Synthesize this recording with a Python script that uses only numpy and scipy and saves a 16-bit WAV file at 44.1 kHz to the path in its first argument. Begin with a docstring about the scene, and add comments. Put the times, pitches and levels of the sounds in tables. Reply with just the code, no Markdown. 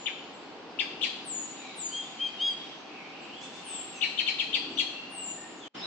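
"""Woodland undergrowth: a thrush to the left gives sharp chirps, three spaced out, then a quick run of six.
Thin high slides and three soft piping notes fall between them, and other birds call far off.
The calls are gliding tones, each scattered by leaves and trunks into a dying cloud of echoes.
Shaped noise makes a steady hiss and a low drone; near the end the sound breaks off for a moment,
then the hiss returns louder."""
import sys
import numpy as np
from scipy import signal
from scipy.fft import rfft, irfft
from scipy.io import wavfile
from scipy.ndimage import uniform_filter1d

SR = 44100
rng = np.random.default_rng(int(sys.argv[2]) if len(sys.argv) > 2 else 0)


def bounce(signal):
    """Save signal as a 16-bit WAV file at the path given by the first command-line argument."""
    frames = np.transpose(np.atleast_2d(signal))
    limited = np.clip(frames, -1, 1)
    pcm = np.round(limited * 32767).astype(np.int16)
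    wavfile.write(sys.argv[1], SR, pcm)


N = 258423
TIME = np.arange(N) / SR
# the sound breaks off, then starts to fade back in [s]
BREAK_S, RETURN_S = 5.684, 5.734
# All levels in dB are relative settings, ahead of any later echoes, mixing and overall gain.


def from_db(db):
    """Turn decibels into a gain."""
    return 10 ** (np.asarray(db) / 20)


def rms_one(x):
    """Scale a sound to unit power."""
    return x / np.sqrt(np.mean(x ** 2) + 1e-20)


def in_time(rows, t=TIME):
    """Join each column of a curve by straight lines in time."""
    s, *columns = np.transpose(rows)
    return [np.interp(t, s, c) for c in columns]


def at_hz(points, hz):
    """Read a spectrum at given pitches, along a log-frequency axis."""
    f, value = np.transpose(points)
    return np.interp(np.log(np.maximum(hz, 1)), np.log(f), value)


def during(start, end):
    """Give the sample numbers of a stretch of time, kept inside the scene."""
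    return np.arange(max(int(start * SR), 0), min(int(end * SR), N))


def drift(rate, size):
    """Wander at random: straight lines between points of spread 1, rate points per second."""
    knots = rng.standard_normal(4096)
    return np.interp(np.arange(size) * rate / SR, np.arange(len(knots)), knots)


def phase_of(hz):
    """Add up a gliding pitch into the running phase of its tone."""
    return 2 * np.pi * np.cumsum(hz) / SR


def envelope(t, length, attack, release):
    """Smooth attack, hold and release of a note that starts at t = 0."""
    rise = np.clip(t / attack, 0, 1)
    fall = np.clip((length - t) / release, 0, 1)
    return (np.sin(np.pi / 2 * rise) * np.sin(np.pi / 2 * fall)) ** 2


def narrow_noise(hz, width_hz):
    """Noise ringing in one resonance, at unit power."""
    r = np.exp(-np.pi * width_hz / SR)
    poles = [1, -2 * r * np.cos(2 * np.pi * hz / SR), r * r]
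    return rms_one(signal.lfilter([1, 0, -1], poles, rng.standard_normal(N)))


def hiss():
    """Far leaves and air: noise that is partly shared by the two ears, with a treble that rises and falls."""
    # colour of the hiss; only its shape counts: (frequency [Hz], level per Hz [dB])
    colour_points = [(25, -30.5), (75, -34.5), (160, -9.5), (280, -3.5), (400, -7), (550, -10), (870, -7),
                     (1800, -16), (2900, -13), (3700, -18), (4500, -20), (6000, -28), (7800, -37.5),
                     (9000, -58.5)]
    # how alike the two ears are, held between 0 and 0.98 in use: (frequency [Hz], likeness)
    likeness = [(60, -0.31), (140, 1), (320, 0.67), (750, 0.39), (1730, 0.68), (4000, -2.6), (9260, -0.34)]
    # how far the hiss leans to the left: (frequency [Hz], left minus right [dB])
    left_lean = [(60, 0.0), (210, 1.0), (750, 0.5), (2630, 0.72), (9260, 0.29)]
    # treble curve; only its swing about the average counts: (time [s], level [dB])
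    treble_curve = [(0.0, -65), (0.69, -73.5), (0.92, -67), (2.67, -61), (2.85, -68.5), (4.29, -61.5),
                    (5.6, -70)]
    level_db, return_db = -50.5, 4.5   # base level; extra from the break on
    low_db, treble_base_db = -1.37, 1.5
    swing_share = 0.54   # share of the treble swing that is followed

    hz = np.arange(N // 2 + 1) * SR / N
    mid, side = rfft(rng.standard_normal((2, N)))
    alike = np.clip(at_hz(likeness, hz), 0, .98)
    sides = np.array([[1], [-1]])
    rolloff = np.sqrt(1 + (hz / 10000) ** 24)
    colour = from_db(at_hz(colour_points, hz) + sides * at_hz(left_lean, hz) / 2) / rolloff
    ears = np.sqrt(1 + alike) * mid + sides * np.sqrt(1 - alike) * side
    air = rms_one(irfft(colour * ears, N))
    low = irfft(rfft(air) / (1 + (hz / 2000) ** 8), N)
    treble = air - low
    swing_db, = in_time(treble_curve)
    # the treble stops swinging at the break
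    treble_db = treble_base_db + swing_share * (swing_db - swing_db.mean()) * (TIME < BREAK_S)
    loudness = from_db(level_db + return_db * (TIME > BREAK_S))
    return loudness * (from_db(low_db) * low + from_db(treble_db) * treble)


def drone():
    """A far low hum and a broad rush, both resonant noise, swell now and then under a faint steady tone."""
    # swells: (time of the peak [s], half width [s], added hum [dB], added rush [dB])
    swells = [(.4, .5, -88, -60.5), (.96, 0.21, -61, -62.5), (1.41, 0.032, -52.5, -85),
              (4.54, 0.076, -58.5, -68), (4.73, 0.11, -50.5, -76)]
    hum, rush = from_db(-62), from_db(-64)   # at rest
    for s, width, hum_db, rush_db in swells:
        swell = np.exp(-((TIME - s) / width) ** 2)
        hum = hum + from_db(hum_db) * swell
        rush = rush + from_db(rush_db) * swell
    sound = hum * narrow_noise(292.7, 52)
    sound = sound + rush * narrow_noise(430.0, 190)
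    sound = sound + from_db(-61.5) * narrow_noise(772, 28)
    # distance dulls it
    return signal.sosfilt(signal.butter(2, 1100, fs=SR, output="sos"), sound)


def slides():
    """Nearly pure whistles that drop fast and level off, growing louder as they drop, with a slight tremble."""
    # slides: (time [s], length [s], level [dB], final pitch [Hz], glide time [s],
    #          bend: 1 eases off evenly, 2 lingers then plunges)
    slide_rows = [ (-.12, 0.21, -54, 6770, 0.069, 1.3), (1.24, .2, -40, 6780, 0.049, 1.18),
                  (1.748, 0.16, -40.5, 6734, .047, 1.62), (3.635, 0.21, -43.5, 7260, 0.062, 1),
                  (5.093, 0.27, -43, 6850, 0.094, 1.15)]
    start_hz = 9960   # every slide heads down from here
    faint_db, faint_power = -31.5, 2.38   # how much fainter the top is, and how soon that wears off
    attack_s, release_s = 0.011, 0.047
    out = np.zeros(N)
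    for s, length, level_db, final_hz, glide, bend in slide_rows:
        at = during(s, s + length)
        t = np.maximum(TIME[at] - s, 0)
        height = np.exp(-(t / glide) ** bend)   # 1 at the top, towards 0 at the final pitch
        hz = final_hz + (start_hz - final_hz) * height
        loudness = from_db(level_db + faint_db * height ** faint_power)
        loudness = loudness * envelope(t, length, attack_s, release_s)
        phase = phase_of(hz * (1 + .007 * drift(350, len(at))))
        out[at] += loudness * np.sin(phase)
    return out


def chirp_gesture(t, level_db, crest_hz, lowest_hz, catch, fall, upsweep_db):
    """Pitch and loudness of a chirp, t from its crest: upsweep, catch, scoop, loud fall and faint trail."""
    # the soft upsweep grows as it climbs
    upsweep_s, upsweep_from_hz, upsweep_to_hz, growth_db = 0.0089, 2450, 3815, 3.5
    # the voice returns for the last share of the catch and scoops up to the crest
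    voiced_share, scoop_hz_per_s = .55, 60400
    # it falls towards its lowest pitch, fading, and trails off for a further share of the fall
    steepness, fade_db, trail_db = 1.42, 7, -10
    attack_s, release_s = 0.0013, 0.0043

    voiced = voiced_share * catch
    swept = t + catch + upsweep_s
    climbed = np.minimum(swept / upsweep_s, 1)
    up_hz = upsweep_from_hz + (upsweep_to_hz - upsweep_from_hz) * climbed
    scoop_hz = crest_hz + scoop_hz_per_s * voiced * np.sin(np.pi * t / voiced)
    fallen = np.maximum(t, 0) / fall
    fall_hz = lowest_hz + (crest_hz - lowest_hz) * np.exp(-steepness * fallen)
    hz = np.select([t < -voiced, t < 0], [up_hz, scoop_hz], fall_hz)

    upsweep = from_db(upsweep_db - growth_db * (1 - climbed))
    upsweep = upsweep * envelope(swept, upsweep_s + attack_s, attack_s, attack_s)
    loud = envelope(t + voiced, voiced + fall, attack_s, release_s)
    trail = from_db(trail_db) * envelope(t, fall * (1 + TRAIL_SHARE), fall, fall)
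    return hz, upsweep + from_db(level_db - fade_db * fallen) * (loud + trail)


# lead-in and trail of a chirp: upsweep length [s], and trail as a share of the fall
UPSWEEP_S, TRAIL_SHARE = 0.0089, 2.2


def chirps(tremble=0.041, upper_tremble=0.034):
    """The syrinx (voice organ) runs through fast gestures: gives the main voice, and the upper voice with rasp."""
    # chirps: (time of the crest [s], level [dB], crest pitch [Hz], lowest pitch [Hz],
    #          catch before the crest [s], length of the fall [s], upsweep [dB], rasp [dB],
    #          upper voice pitch [Hz], upper voice level [dB])
    chirp_rows = [ (.068, -24.5, 3550, 1490, .001, .0125, -26, -23, 4100, -55),
                  (.798, -21.5, 3567, 1520, .001, .013, -23.5, -13.5, 4860, -34),
                  (1.031, -22.5, 3635, 1780, .0115, .017, -27.5, -7, 4180, -28.5),
                  (4.0279, -20.5, 3156, 1753, .009, .0155, -26, -15.5, 4316, -27),
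                  (4.1917, -21, 3335, 1790, .009, 0.012, -28.5, -10.5, 4380, -26),
                  (4.2802, -22, 3240, 1778, .009, 0.013, -29, -9, 4260, -26),
                  (4.4002, -22, 3390, 1860, .0085, 0.014, -30.5, -11, 4260, -30),
                  (4.5446, -20, 3518, 1857, .009, 0.014, -27.5, -11, 4560, -26),
                  (4.7922, -20, 3600, 1885, .012, 0.012, -28.5, -6.5, 4380, -26)]
    # overtone colour of the thrush's throat: (frequency [Hz], level [dB])
    throat = [(3000, -18), (4500, 8.5), (5200, -9.5), (6200, -8), (7200, -12), (8300, -24), (11500, -46.5)]
    # the upper voice joins at the crest, arches over and droops (a share of its pitch)
    upper_s, top_s, droop = 0.0175, 0.0048, 0.23
    upper_attack_s, upper_release_s = 0.0029, 0.0064
    main, upper = np.zeros((2, N))
    for s, level_db, crest_hz, lowest_hz, catch, fall, upsweep_db, rasp_db, upper_hz, upper_db in chirp_rows:
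        at = during(s - catch - UPSWEEP_S, s + fall * (1 + TRAIL_SHARE))
        hz, loudness = chirp_gesture(TIME[at] - s, level_db, crest_hz, lowest_hz, catch, fall, upsweep_db)
        hz = hz * (1 + tremble * drift(869, len(at)))
        phase = phase_of(hz)
        main[at] += loudness * np.sin(phase)
        # rasp: overtones roughened by a fast random wander
        overtones = sum(from_db(at_hz(throat, k * hz)) * np.sin(k * phase) for k in (2, 3))
        upper[at] += loudness * from_db(rasp_db) * overtones * drift(2500, len(at))
        # the other side of the syrinx sounds a short note of its own
        at = during(s, s + upper_s)
        t = TIME[at] - s
        hz = upper_hz * (1 - droop * ((t - top_s) / (upper_s - top_s)) ** 2)
        hz = hz * (1 + upper_tremble * drift(950, len(at)))
        loudness = from_db(upper_db) * envelope(t, upper_s, upper_attack_s, upper_release_s)
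        upper[at] += loudness * np.sin(phase_of(hz))
    return main, upper


def faint_notes(count=40):
    """List the faintest birds' notes: one repeated falling tick, and short glides at random times and pitches."""
    # ticks of a small far bird: (time [s], level [dB])
    ticks = [(0.329, -62), (3.209, -62.5), (3.37, -64), (4.701, -63)]
    tick_s, tick_hz, tick_warble = 0.05, (7800, 7400, 7140), .015
    notes = [(s, tick_s, *tick_hz, level_db, tick_warble) for s, level_db in ticks]

    per_s, typical_s, level_db = 3.3, .1, -65
    lowest_hz, highest_hz = 3780, 6470   # range of the middle pitch
    most_glide, warble = .08, .05   # shares of the pitch; the glide is to either side of the middle
    for k, (when, size, height, slope) in enumerate(rng.random((count, 4))):
        start = (k + when) / per_s
        length = typical_s * (.5 + size)
        hz = lowest_hz * (highest_hz / lowest_hz) ** height
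        glide_hz = hz * most_glide * (2 * slope - 1)
        notes.append((start, length, hz - glide_hz, hz, hz + glide_hz, level_db, warble))
    return notes


def far_calls(calls, nasal=False):
    """Each note swells and fades along a curved, warbling glide: a pure tone, or a stack of harmonics."""
    # overtone colour of the nasal calls: (frequency [Hz], level [dB])
    nasal_colour = [(1700, -25), (2700, -2.5), (3500, 3), (4400, -9), (7100, -5.5), (8000, -9), (9000, -64)]
    out = np.zeros(N)
    for s, length, first_hz, middle_hz, last_hz, level_db, warble in calls:
        at = during(s, s + length)
        along = np.clip((TIME[at] - s) / length, 0, 1)
        curve = np.polyfit([0, .5, 1], [first_hz, middle_hz, last_hz], 2)
        hz = np.polyval(curve, along)
        phase = phase_of(hz * (1 + warble * drift(220, len(at))))
        if nasal:
            tone = sum(from_db(at_hz(nasal_colour, k * hz)) * np.sin(k * phase) for k in range(2, 11))
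        else:
            tone = np.sin(phase)
        out[at] += from_db(level_db) * np.sqrt(abs(np.sin(np.pi * along))) * tone
    return out


def pipes(fourth_db=-29, sixth_db=-56, fifth_db=-17):
    """The throat picks out the second harmonic; the odd ones break through as a note arches over and sags."""
    # piping notes: (time [s], length [s], top of the fundamental [Hz],
    #                scoop into the note [share of the pitch], level [dB], odd harmonics [dB])
    pipe_rows = [ (1.901, 0.16, 1617, .13, -37.5, -75), (2.184, .118, 1608, .1, -32, -66),
                 (2.38, .165, 1649, .19, -29, -54.5)]
    top, attack, release = .52, 0.32, 0.42   # shares of the note
    sag, odd_rise_db = 0.078, 15.5   # final sag as a share of the pitch; how it lifts the odd harmonics
    out = np.zeros(N)
    for s, length, top_hz, scoop, level_db, odd_db in pipe_rows:
        at = during(s, s + length)
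        along = (TIME[at] - s) / length
        rising = np.maximum(1 - along / top, 0) ** 3
        sagging = np.maximum((along - top) / (1 - top), 0) ** 2
        hz = top_hz * (1 - scoop * rising - sag * sagging)
        phase = phase_of(hz * (1 + .0035 * drift(200, len(at))))
        flutter = from_db(4.5 * drift(70, len(at)))
        high_even = from_db(fourth_db) * np.sin(4 * phase) + from_db(sixth_db) * np.sin(6 * phase)
        even = np.sin(2 * phase) + flutter * high_even
        odd = flutter * (np.sin(3 * phase) + from_db(fifth_db) * np.sin(5 * phase))
        soft_ends = signal.windows.tukey(len(at), .2)
        out[at] += from_db(level_db) * envelope(along, 0.97, attack, release) * even
        out[at] += from_db(odd_db + odd_rise_db * sagging) * soft_ends * odd
    return out


def scatter(t60, onset_s):
    """A cloud of echoes in each ear, dying by 60 dB in t60 seconds, of unit energy and even colour."""
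    t = np.arange(SR) / SR
    shape = from_db(-60 * t / t60) * (1 - np.exp(-(t / onset_s) ** 2))
    cloud = rng.standard_normal((2, SR)) * shape
    spectrum = rfft(cloud)
    smooth_power = uniform_filter1d(abs(spectrum) ** 2, size=250, axis=1)
    cloud = irfft(spectrum / np.sqrt(smooth_power), SR)
    cloud *= t < t60
    return cloud / np.sqrt(np.sum(cloud ** 2, axis=1, keepdims=True))


def woodland(x, place, leaves_db, leaves_t60, trees_db, trees_t60):
    """Direct sound, quick scatter from nearby leaves and a long tail from the trunks, ever more from all round."""
    pan_db, lag_s = place
    lean_db = pan_db * np.array([[.5], [-.5]])
    leaves = from_db(leaves_db + .6 * lean_db) * scatter(leaves_t60, .003)
    trees = from_db(trees_db + .28 * lean_db) * scatter(trees_t60, .015)
    response = leaves + trees
    # the direct sound reaches the right ear a little later
    response[[0, 1], [0, round(lag_s * SR)]] += from_db(lean_db[:, 0])
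    return signal.fftconvolve(x[None], response, axes=1)[:, :N]


def scene():
    """Each caller sits at its own depth in the wood; the farthest are heard mostly by their echoes."""
    # the clearer distant birds, then distant nasal calls: (time [s], length [s], start pitch [Hz],
    #     middle pitch [Hz], end pitch [Hz], level [dB], warble [share of the pitch])
    far_notes = [ (1.54, 0.3, 3690, 3930, 3660, -54, 0.049), (1.56, 0.18, 2741, 2373, 2186, -52.5, .06),
                 (1.82, 0.14, 4680, 4740, 4080, -53, .011), (2.01, .08, 3490, 3505, 3500, -48, .008),
                 (2.19, 0.1, 2430, 2505, 2340, -47.5, 0.032), (2.375, 0.12, 3690, 3690, 3695, -47, .003),
                 (2.86, 0.25, 2590, 2413, 2160, -51.5, 0.077), (3.08, 0.2, 2424, 2650, 2750, -51.5, 0.09),
                 (3.25, .18, 2427, 2976, 3510, -50, 0.065), (3.6, 0.26, 2690, 3071, 2803, -49.5, 0.11),
                 (3.92, 0.081, 2860, 2690, 2490, -48, 0.019), (3.94, 0.089, 6450, 6080, 6150, -55, 0.025),
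                 (4.755, .034, 5730, 5960, 5850, -50.5, .014), (4.91, 0.1665, 2610, 2710, 2744, -46, 0.023),
                 (5.06, 0.28, 2797, 2794, 2782, -48, 0.018), (5.33, 0.18, 1750, 1832, 1903, -56, .026),
                 (5.6, 0.096, 3700, 3220, 3010, -48.5, 0.027),
                 (5.76, 0.075, 5060, 5150, 5170, -47.5, 0.019), (5.805, .057, 3010, 3840, 3870, -40, 0.041)]
    far_cries = [(3.405, 0.061, 802, 867, 887, -51, 0.014), (3.525, 0.083, 850, 888, 872.5, -54.5, 0.014),
                 (3.68, 0.086, 870, 897, 882, -54, 0.015)]
    # where each caller sits: (left minus right of the direct sound [dB], lag of the right ear [s])
    thrush_at, sheen_at, slides_at = (13, .00007), (2, .00009), (7, .00009)
    pipes_at, far_at = (2.5, .00001), (0, 0)

    high = woodland(slides(), slides_at, leaves_db=-3, leaves_t60=.15, trees_db=-1.5, trees_t60=.9)
    main, upper = chirps()
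    thrush = woodland(from_db(-8.0) * main, thrush_at,
                      leaves_db=1.5, leaves_t60=0.097, trees_db=0.0, trees_t60=0.69)
    # foliage screens the thrush's highest sounds, which arrive mainly as scatter
    sheen = woodland(from_db(-9.5) * upper, sheen_at,
                     leaves_db=3, leaves_t60=0.19, trees_db=2, trees_t60=0.82)
    distant = far_calls(far_notes) + far_calls(faint_notes()) + far_calls(far_cries, nasal=True)
    far = woodland(from_db(-5) * distant, far_at,
                   leaves_db=1.5, leaves_t60=0.29, trees_db=2.0, trees_t60=0.85)
    soft = woodland(pipes(), pipes_at, leaves_db=-13, leaves_t60=.16, trees_db=-8, trees_t60=.85)
    return hiss() + drone() + high + thrush + sheen + far + soft


def record(dry):
    """Set the overall level, drop it briefly at the break, and cut the top."""
    gain_db, break_db = 5, -38.5
    fade_out_s, fade_in_s = 0.0044, 0.018
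    start_s = BREAK_S - fade_out_s
    gap = envelope(TIME - start_s, RETURN_S + fade_in_s - start_s, fade_out_s, fade_in_s)
    level = from_db(gain_db + break_db * gap)
    # at least 60 dB down from 12 kHz up
    top_cut = signal.cheby2(12, 60, 12000, fs=SR, output="sos")
    return signal.sosfilt(top_cut, dry * level)


dry = scene()
out = record(dry)
bounce(out)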